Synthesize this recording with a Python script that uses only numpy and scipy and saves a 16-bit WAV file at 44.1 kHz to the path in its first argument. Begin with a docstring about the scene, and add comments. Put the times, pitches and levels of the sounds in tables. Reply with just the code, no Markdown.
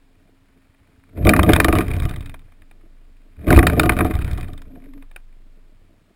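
"""A faint night hush comes first; then two bicycles, one after the other, roll over a plank deck.
They pass a small camera lying on the boards. Random clicks shake the beams and boards into rumble,
grit rasps in the camera housing, and the deck hums in a wavering tone near 269 Hz. The camera knocks
on the boards and ticks on as each rider leaves, while a low sine is the sway of the whole deck.
The recorder overloads and holds each sample at 12 kHz, which leaves a rough mirrored treble."""
import sys
import numpy as np
from scipy import signal
from scipy.fft import rfft, irfft
from scipy.io import wavfile

SR = 44100
rng = np.random.default_rng(int(sys.argv[2]) if len(sys.argv) > 2 else 0)


def voltage_ratio(decibels):
    """Convert decibels (scalar or array-like) to amplitude ratios, 20 dB per decade."""
    exponent = np.asarray(decibels, float) / 20
    return 10 ** exponent


def wav_out(sig):
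    """Save sig, one row per channel (or a flat mono array), as 16-bit PCM at SR to the path in sys.argv[1]."""
    wavfile.write(sys.argv[1], SR, np.round(np.clip(np.atleast_2d(sig).T, -1, 1) * 32767).astype(np.int16))


N = 271215

# the two bicycles: beside the camera at t/s, weight on the deck level/dB,
# time stretch of the approach [ratio], time stretch of the ride away [ratio]
BICYCLES = [(1.25, 1, 1.7, 1.0), (3.5, 0, .9, 1.039)]
# one ride across the deck: t/s from the pass before stretching, then before the bicycle's weight:
# low rumble level/dB, board rumble level/dB, tyre rasp level/dB, deck hum level/dB
RIDE_COURSE = [(-1.4359, -74, -67, -82, -68.5), (-0.2653, -62.5, -67.5, -68.5, -74.5),
               (-0.0164, -54.5, -63.5, -64.5, -54), (-0.02, -35, -44.5, -56, -42.5),
               (0.0237, -15, -16, -31, -23.5), (0.1249, -17.5, -20, -39.5, -26.5),
               (0.3135, -17.5, -20.5, -38, -29), (0.5649, -21.5, -29, -36.5, -32.5),
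               (0.6315, -22.5, -33.5, -39.5, -38.5), (0.9067, -29.5, -44, -45.5, -48.5),
               (1.0545, -44, -53.5, -59, -47), (1.2, -54.5, -63, -66.5, -70.5),
               (1.5, -66.5, -67, -78.5, -78.5)]
# brief swells of the rumble, rasp and hum: t/s, half-length/s,
# low rumble level/dB, board rumble level/dB, tyre rasp level/dB, deck hum level/dB
SWELLS = [(1.212, .04, -22.5, -23, -44, -43), (1.522, 0.063, -7.5, -13, -29, -42),
          (1.793, 0.054, -19.5, -25.5, -30.5, -40), (2.063, 0.077, -24.5, -41, -44, -49.5),
          (3.422, .04, -34, -41.5, -51.5, -49), (3.519, .04, -11.5, -13, -25, -30),
          (4.046, 0.07, -24, -22, -35, -30), (4.737, 0.068, -56, -45.5, -68, -42.5),
          (4.852, 0.062, -54, -52, -61.5, -46.5), (4.972, 0.062, -54, -52, -71, -41.5)]
# resonances of the beams under the deck: f/Hz, width/Hz, relative level/dB
BEAM_RESONANCES = [(43.2, 13, -0.5), (59, 22, 4.5), (92.6, 12, 4), (119, 33, -4), (167, 28, -7)]
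# resonances of the deck boards: f/Hz, width/Hz, relative level/dB
BOARD_RESONANCES = [(157, 29, -1.5), (207, 44, -1), (320.6, 50, -6.5), (438, 20, -8.5), (598, 110, -14),
                    (710, 17, -10.5)]
# resonances of the camera housing: f/Hz, width/Hz, relative level/dB
HOUSING_RESONANCES = [(613, 590, -10.5), (1215, 300, -2.5), (1450, 350, -2.5), (1910, 470, -4),
                      (2430, 170, -2), (3133, 190, -13.5), (3680, 210, -11.5), (5100, 1000, -24.5)]
# the camera lands on the boards: t/s, then before the gains of the knock functions:
# crack level/dB, low thump level/dB, board ring level/dB, hard edge level/dB
LANDINGS = [(1.2497, -20, -7.5, -9, -4), (1.2681, -2, -11.5, -6, 1.5), (1.2917, 0, -25.5, -16.5, 12.5),
            (1.3345, -2, -34.5, -13, 1.5), (1.3632, -8, -18, -24, 1.5), (1.3915, 0.5, -9, -19, 1),
            (1.4302, -8.5, -16.5, -8, 6.5), (1.4901, -6.5, -25.5, -4.5, 1.5), (1.5329, 1, -7.5, -14, 13),
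            (1.5613, -3.5, -27.5, -19.5, 3), (1.6, 2, -18, -15, 6.5), (1.6444, -4, -18.5, -9.5, 12.5),
            (1.6824, -5, -25.5, -9.5, -7), (1.726, -6.5, -10.5, -8.5, 1), (1.752, -9.5, -27, -9.5, 2),
            (1.7852, -7, -26, -10.5, 3.5), (1.8059, -14, -20.5, -14, -5), (2.0204, -20, -13.5, -48, -11),
            (2.0514, -27, -12, -24, -12), (2.16, -29, -45, -32, -12.5), (2.2065, -31.5, -19.5, -52, -15.5),
            (2.2585, -35, -32, -61, -12.5), (2.2939, -32, -36, -70, -18.5),
            (2.3411, -29.5, -42, -49, -19.5), (2.392, -46, -53.5, -66, -28), (2.52, -45.5, -59.5, -68, -36),
            (2.6189, -42, -45, -68.5, -30), (2.7115, -41, -58.5, -60, -31), (3.468, -26.5, -23, -20, -14.5),
            (3.4834, -19, -9.5, -10.5, -9.5), (3.5042, -7.5, -5, -7.5, 1), (3.5268, -5, -8, -5.5, 1.5),
            (3.5596, -9, -0.5, -19.5, -3), (3.5707, -11.5, 3.5, -2, 3), (3.5896, -1.5, -3, -10.5, 4),
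            (3.6278, -7.5, -12, -10, -7), (3.6679, 2, -16, -23.5, 12.5), (3.697, -11.5, -41, -26, -9),
            (3.7312, -22, -29.5, -17.5, -10.5), (3.7955, 1, -28.5, -8.5, 10.5),
            (3.8321, -13, -15, -9, -2.5), (3.8572, -17, -16, -9, 0), (3.893, 0.5, -17.5, -13.5, 4),
            (3.9195, -15.5, -11.5, -14.5, -6), (3.9657, -15.5, -12.5, -17, -8.5),
            (3.9879, -9, -19, -12, -1.5), (4.0065, -7.5, -22.5, -15.5, -9),
            (4.0459, -18.5, -21.5, -12.5, -8.5), (4.1082, -19.5, -14, -23, -14.5),
            (4.1378, -23.5, -17, -31, -12.5), (4.3779, -32.5, -25, -25, -13),
            (4.4284, -32.5, -26, -55, -18.5), (4.4819, -36, -30, -29.5, -20),
            (4.5318, -37, -25.5, -39, -15), (4.577, -36, -41, -57, -16), (4.6176, -38, -64, -66, -18),
            (4.82, -48.5, -61, -58, -40), (4.84, -46.5, -60, -58, -38), (4.9347, -39.5, -49, -65, -26.5),
            (4.976, -47, -63, -62, -34), (5.0235, -36, -58.5, -54, -27), (5.1122, -39.5, -55, -58, -25.5),
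            (5.1608, -24, -45, -59, -19.5)]
# board tones that a knock sets ringing: f/Hz, relative level/dB, time to fall by 60 dB t60/s
KNOCK_TONES = [(328.6, -5.5, 0.096), (430, -10.5, 0.05), (623, -13.5, 0.066), (724.5, -13, 0.11),
               (1131, -17, 0.07), (1214, -13.5, .1), (2920, -30, 0.09)]
# slow sway of the whole span: t/s, f/Hz, rms level/dB
SPAN_SWAY = [(0, 23.74, -52), (1.0, 23.44, -60.5), (1.3, 23.86, -34.5), (2.1, 21.64, -31.5),
             (2.3, 22.43, -30.5), (2.5, 22.49, -44.5), (2.7, 22.22, -42.5), (3.0, 25.15, -41),
             (3.35, 25.98, -44.5), (3.55, 25.13, -41.5), (4.3, 20.79, -25), (4.56, 22.16, -29),
             (4.72, 22.54, -40.5), (4.95, 22.53, -35), (5.5, 22.77, -40), (5.8, 23.68, -45.5),
             (6.14, 23.7, -64)]
# spectrum of the night hush, before it is scaled as a whole: f/Hz, relative level/dB
NIGHT_SPECTRUM = [(24, -25.5), (40, 2.5), (49, -18.5), (87, 1.5), (156, -17.5), (268, -9.5), (297, -19),
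                  (2300, -23), (5900, -31.5), (7670, -69.5), (13000, -120)]


def columns(rows):
    """Table columns joined by straight lines in time."""
    s, *rest = np.transpose(rows)
    t = np.arange(N) / SR
    return [np.interp(t, s, column) for column in rest]


def rms_one(x):
    """Scale to unit rms."""
    return x / np.sqrt(np.mean(x ** 2) + 1e-20)


def drift(rate_hz):
    """Slow random wandering with rms 1: noise smoothed twice."""
    r = np.exp(-2 * np.pi * rate_hz / SR)
    noise = rng.standard_normal(N + SR)
    # the first second lets the filter settle
    return rms_one(signal.lfilter([1], [1, -2 * r, r * r], noise)[SR:])


def resonances(x, table):
    """Parallel resonances of alternating sign."""
    out = 0
    for k, (hz, width_hz, db) in enumerate(table):
        r = np.exp(-np.pi * width_hz / SR)
        b = np.array([1, 0, -1]) * (1 - r * r) / 2
        a = [1, -2 * r * np.cos(2 * np.pi * hz / SR), r * r]
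        out = out + (-1) ** k * voltage_ratio(db) * signal.lfilter(b, a, x)
    return out


def ring(clicks, hz, t60):
    """A unit click sets a fading sine of starting height 1 ringing."""
    r, w = voltage_ratio(-60 / (t60 * SR)), 2 * np.pi * hz / SR
    return signal.lfilter([0, np.sin(w)], [1, -2 * r * np.cos(w), r * r], clicks + 1e-18)


def grains(per_s, spread_db):
    """Random clicks of uneven size and either sign."""
    sizes = voltage_ratio(spread_db * np.minimum(rng.exponential(1, N), 5)) * rng.choice([-1, 1], N)
    return sizes * (rng.random(N) < per_s / SR)


def ride():
    """Both riders follow the same course; their powers add. Rows: low, board, rasp, hum in dB."""
    s, *layers = np.transpose(RIDE_COURSE)
    t, power = np.arange(N) / SR, 0
    for at, weight_db, coming, going in BICYCLES:
        when = at + s * np.where(s < 0, coming, going)
        levels_db = np.array([np.interp(t, when, layer) for layer in layers])
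        power = power + voltage_ratio(levels_db + weight_db) ** 2
    for at, half_s, *db in SWELLS:
        bump = np.exp(-((t - at) / half_s) ** 2)
        power += (voltage_ratio(np.array(db))[:, None] * bump) ** 2
    return 10 * np.log10(power)


def rolling(phase, levels_db):
    """Tyres crossing plank gaps shake beams and boards; grit rasps most at the bottom of the sway."""
    low_db, board_db, rasp_db, _ = levels_db
    beams = resonances(grains(400, spread_db=1.5), BEAM_RESONANCES)
    beams = rms_one(resonances(beams, [(74.2, 94, 0)]))
    # the camera lifts softly and lands sharply: round tops, pointed troughs
    beams = rms_one(beams - 0.14 * (beams ** 2 - 1))
    boards = resonances(grains(500, spread_db=3.0), BOARD_RESONANCES)
    boards = rms_one(resonances(boards, [(330, 390, 0)]))
    # small hops, each a scrape of a few ms, stand on a thin steady rub
    hop_decay = np.exp(-1 / (.003 * SR))
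    hops = signal.lfilter([1], [1, -hop_decay], np.abs(grains(140, spread_db=2.8)))
    pressed = voltage_ratio(-5.0 * np.sin(phase)) * (.5 + hops)
    rasp = rms_one(resonances(pressed * grains(4300, spread_db=2.0), HOUSING_RESONANCES))
    rasp = signal.lfilter(*signal.butter(1, 4500, fs=SR), rasp)
    beam_wobble, board_wobble = voltage_ratio(3.5 * np.array([drift(12), drift(20)]))
    low_rumble = voltage_ratio(low_db) * beam_wobble * beams
    board_rumble = voltage_ratio(board_db) * board_wobble * boards
    return low_rumble + board_rumble + voltage_ratio(rasp_db) * rasp


def hum(level_db, hum_hz=269):
    """The deck hums: a sine that wavers in pitch and strength."""
    phase = 2 * np.pi * np.cumsum(hum_hz + 8.0 * drift(14)) / SR
    waver = voltage_ratio(3.0 * drift(15))
    return np.sqrt(2) * voltage_ratio(level_db) * waver * np.sin(phase)


def knock_cracks(at, crack_db, edge_db):
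    """Each landing is a short scrape of noise into the housing, with a fading clatter behind it."""
    crack_gain_db, tail_db, tail_ms = 11.0, -15, 14
    usual_ms, length_spread = 4.23, 0.14  # the spread is a share of the length
    t_ms = np.arange(SR // 10) * 1000 / SR
    ms = usual_ms * np.exp(length_spread * rng.standard_normal((len(at), 1)))
    cracks = (1 - np.exp(-t_ms / .15)) * np.exp(-(t_ms / ms) ** 2)
    noise, out = np.sign(rng.standard_normal(N)), np.zeros(N)
    for k, mode in enumerate(HOUSING_RESONANCES):
        # a hard edge reaches the three top resonances, a flat landing does not
        level_db = edge_db if k >= 5 else crack_db + crack_gain_db
        gains = voltage_ratio(level_db + 1.7 * rng.standard_normal(len(at)))
        # the clatter after the crack lasts longer in the low resonances
        tail = voltage_ratio(tail_db) * np.exp(-t_ms / tail_ms * np.sqrt(mode[0] / 1500))
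        burst = np.zeros(N)
        for i, gain, shape in zip(at, gains, cracks + tail):
            burst[i:i + len(shape)] += gain * shape
        out += (-1) ** k * resonances(burst * noise, [mode])
    return out


def knock_thumps(at, thump_db):
    """Each landing is also a soft low push: a quickly fading 75 Hz sine."""
    push = np.zeros(N)
    # more pushes start downward than upward
    push[at] = voltage_ratio(thump_db + 8.5) * np.sign(rng.standard_normal(len(at)) - .4)
    return signal.lfilter(*signal.butter(1, 260, fs=SR), ring(push, 75, t60=0.036))


def knock_rings(at, ring_db, ring_gain_db=4.0, rebound_s=.006):
    """On the rebound of each landing the boards ring in several fading tones."""
    out = np.zeros(N)
    for hz, db, t60 in KNOCK_TONES:
        size, sign = rng.standard_normal((2, len(at)))
        clicks = np.zeros(N)
        click_db = ring_db + ring_gain_db + db + 3.5 * size
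        clicks[at + round(rebound_s * SR)] = voltage_ratio(click_db) * np.sign(sign)
        out += signal.lfilter(*signal.butter(1, 1500, fs=SR), ring(clicks, hz, t60))
    return out


def knocks(landings):
    """A camera landing excites three things: the housing, a low push and the ringing boards."""
    s, crack_db, thump_db, ring_db, edge_db = np.transpose(landings)
    at = np.round(s * SR).astype(int)
    return knock_cracks(at, crack_db, edge_db) + knock_thumps(at, thump_db) + knock_rings(at, ring_db)


def ticks(levels_db):
    """As each rider leaves the camera rattles in small uneven ticks, given as rows like the landings."""
    # seconds after the pass, before the stretch of the ride away
    after_s = np.linspace(.63, .87, 9)
    jitter_s, spread_db = .008, 2
    # crack over rasp, thump over low rumble, ring over board rumble, edge over rasp
    over_db = [12, 6, 4.2, 30]
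    s = np.concatenate([at + after_s * going for at, _, _, going in BICYCLES])
    luck = rng.standard_normal((len(s), 5))
    low_db, board_db, rasp_db, _ = levels_db[:, (s * SR).astype(int)]
    strength_db = np.transpose([rasp_db, low_db, board_db, rasp_db]) + over_db
    return np.column_stack([s + jitter_s * luck[:, 0], strength_db + spread_db * luck[:, 1:]])


def sway():
    """The span's lowest natural movement, a sine of drifting pitch, and its phase."""
    hz, db = columns(SPAN_SWAY)
    phase = 2 * np.pi * np.cumsum(hz) / SR + 0.42
    return np.sqrt(2) * voltage_ratio(db) * np.sin(phase), phase


def night(level_db=-61):
    """Far outdoor hush and recorder hiss: steady noise with a shaped spectrum."""
    hz, db = np.transpose(NIGHT_SPECTRUM)
    f = np.maximum(np.fft.rfftfreq(N, 1 / SR), 1)
    shape = voltage_ratio(np.interp(np.log(f), np.log(hz), db))
    hush = irfft(rfft(rng.standard_normal(N)) * shape, N)
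    return voltage_ratio(level_db) * rms_one(hush)


def scene():
    """The rolling, hum, knocks, sway and night hush add up in one channel."""
    span, phase = sway()
    levels_db = ride()
    landings = np.vstack([LANDINGS, ticks(levels_db)])
    riders = rolling(phase, levels_db)
    return (riders + hum(levels_db[3]) + knocks(landings) + span + night())[None]


def top_cut(x):
    """Nothing passes above the cut-off."""
    return signal.sosfilt(signal.butter(12, 16500, fs=SR, output="sos"), x)


def record(dry):
    """Overload, then each 12 kHz sample is held four times, which mirrors the sound around 12 kHz."""
    steady = signal.lfilter(*signal.butter(1, 12, "high", fs=SR), dry)
    loud = np.clip(1.375 * np.tanh(steady / 1.662), -1, 1)
    slow = signal.resample_poly(loud, 40, 147, axis=1)  # down to 12 kHz
    held = np.repeat(slow, 4, axis=1)  # now at 48 kHz
    held = signal.resample_poly(held, 147, 160, axis=1)[:, :N]  # back to SR
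    held = np.pad(held, ((0, 0), (0, N - held.shape[1])))
    finished = np.clip(held, -1, 1)
    return top_cut(finished)


dry = scene()
out = record(dry)
wav_out(out)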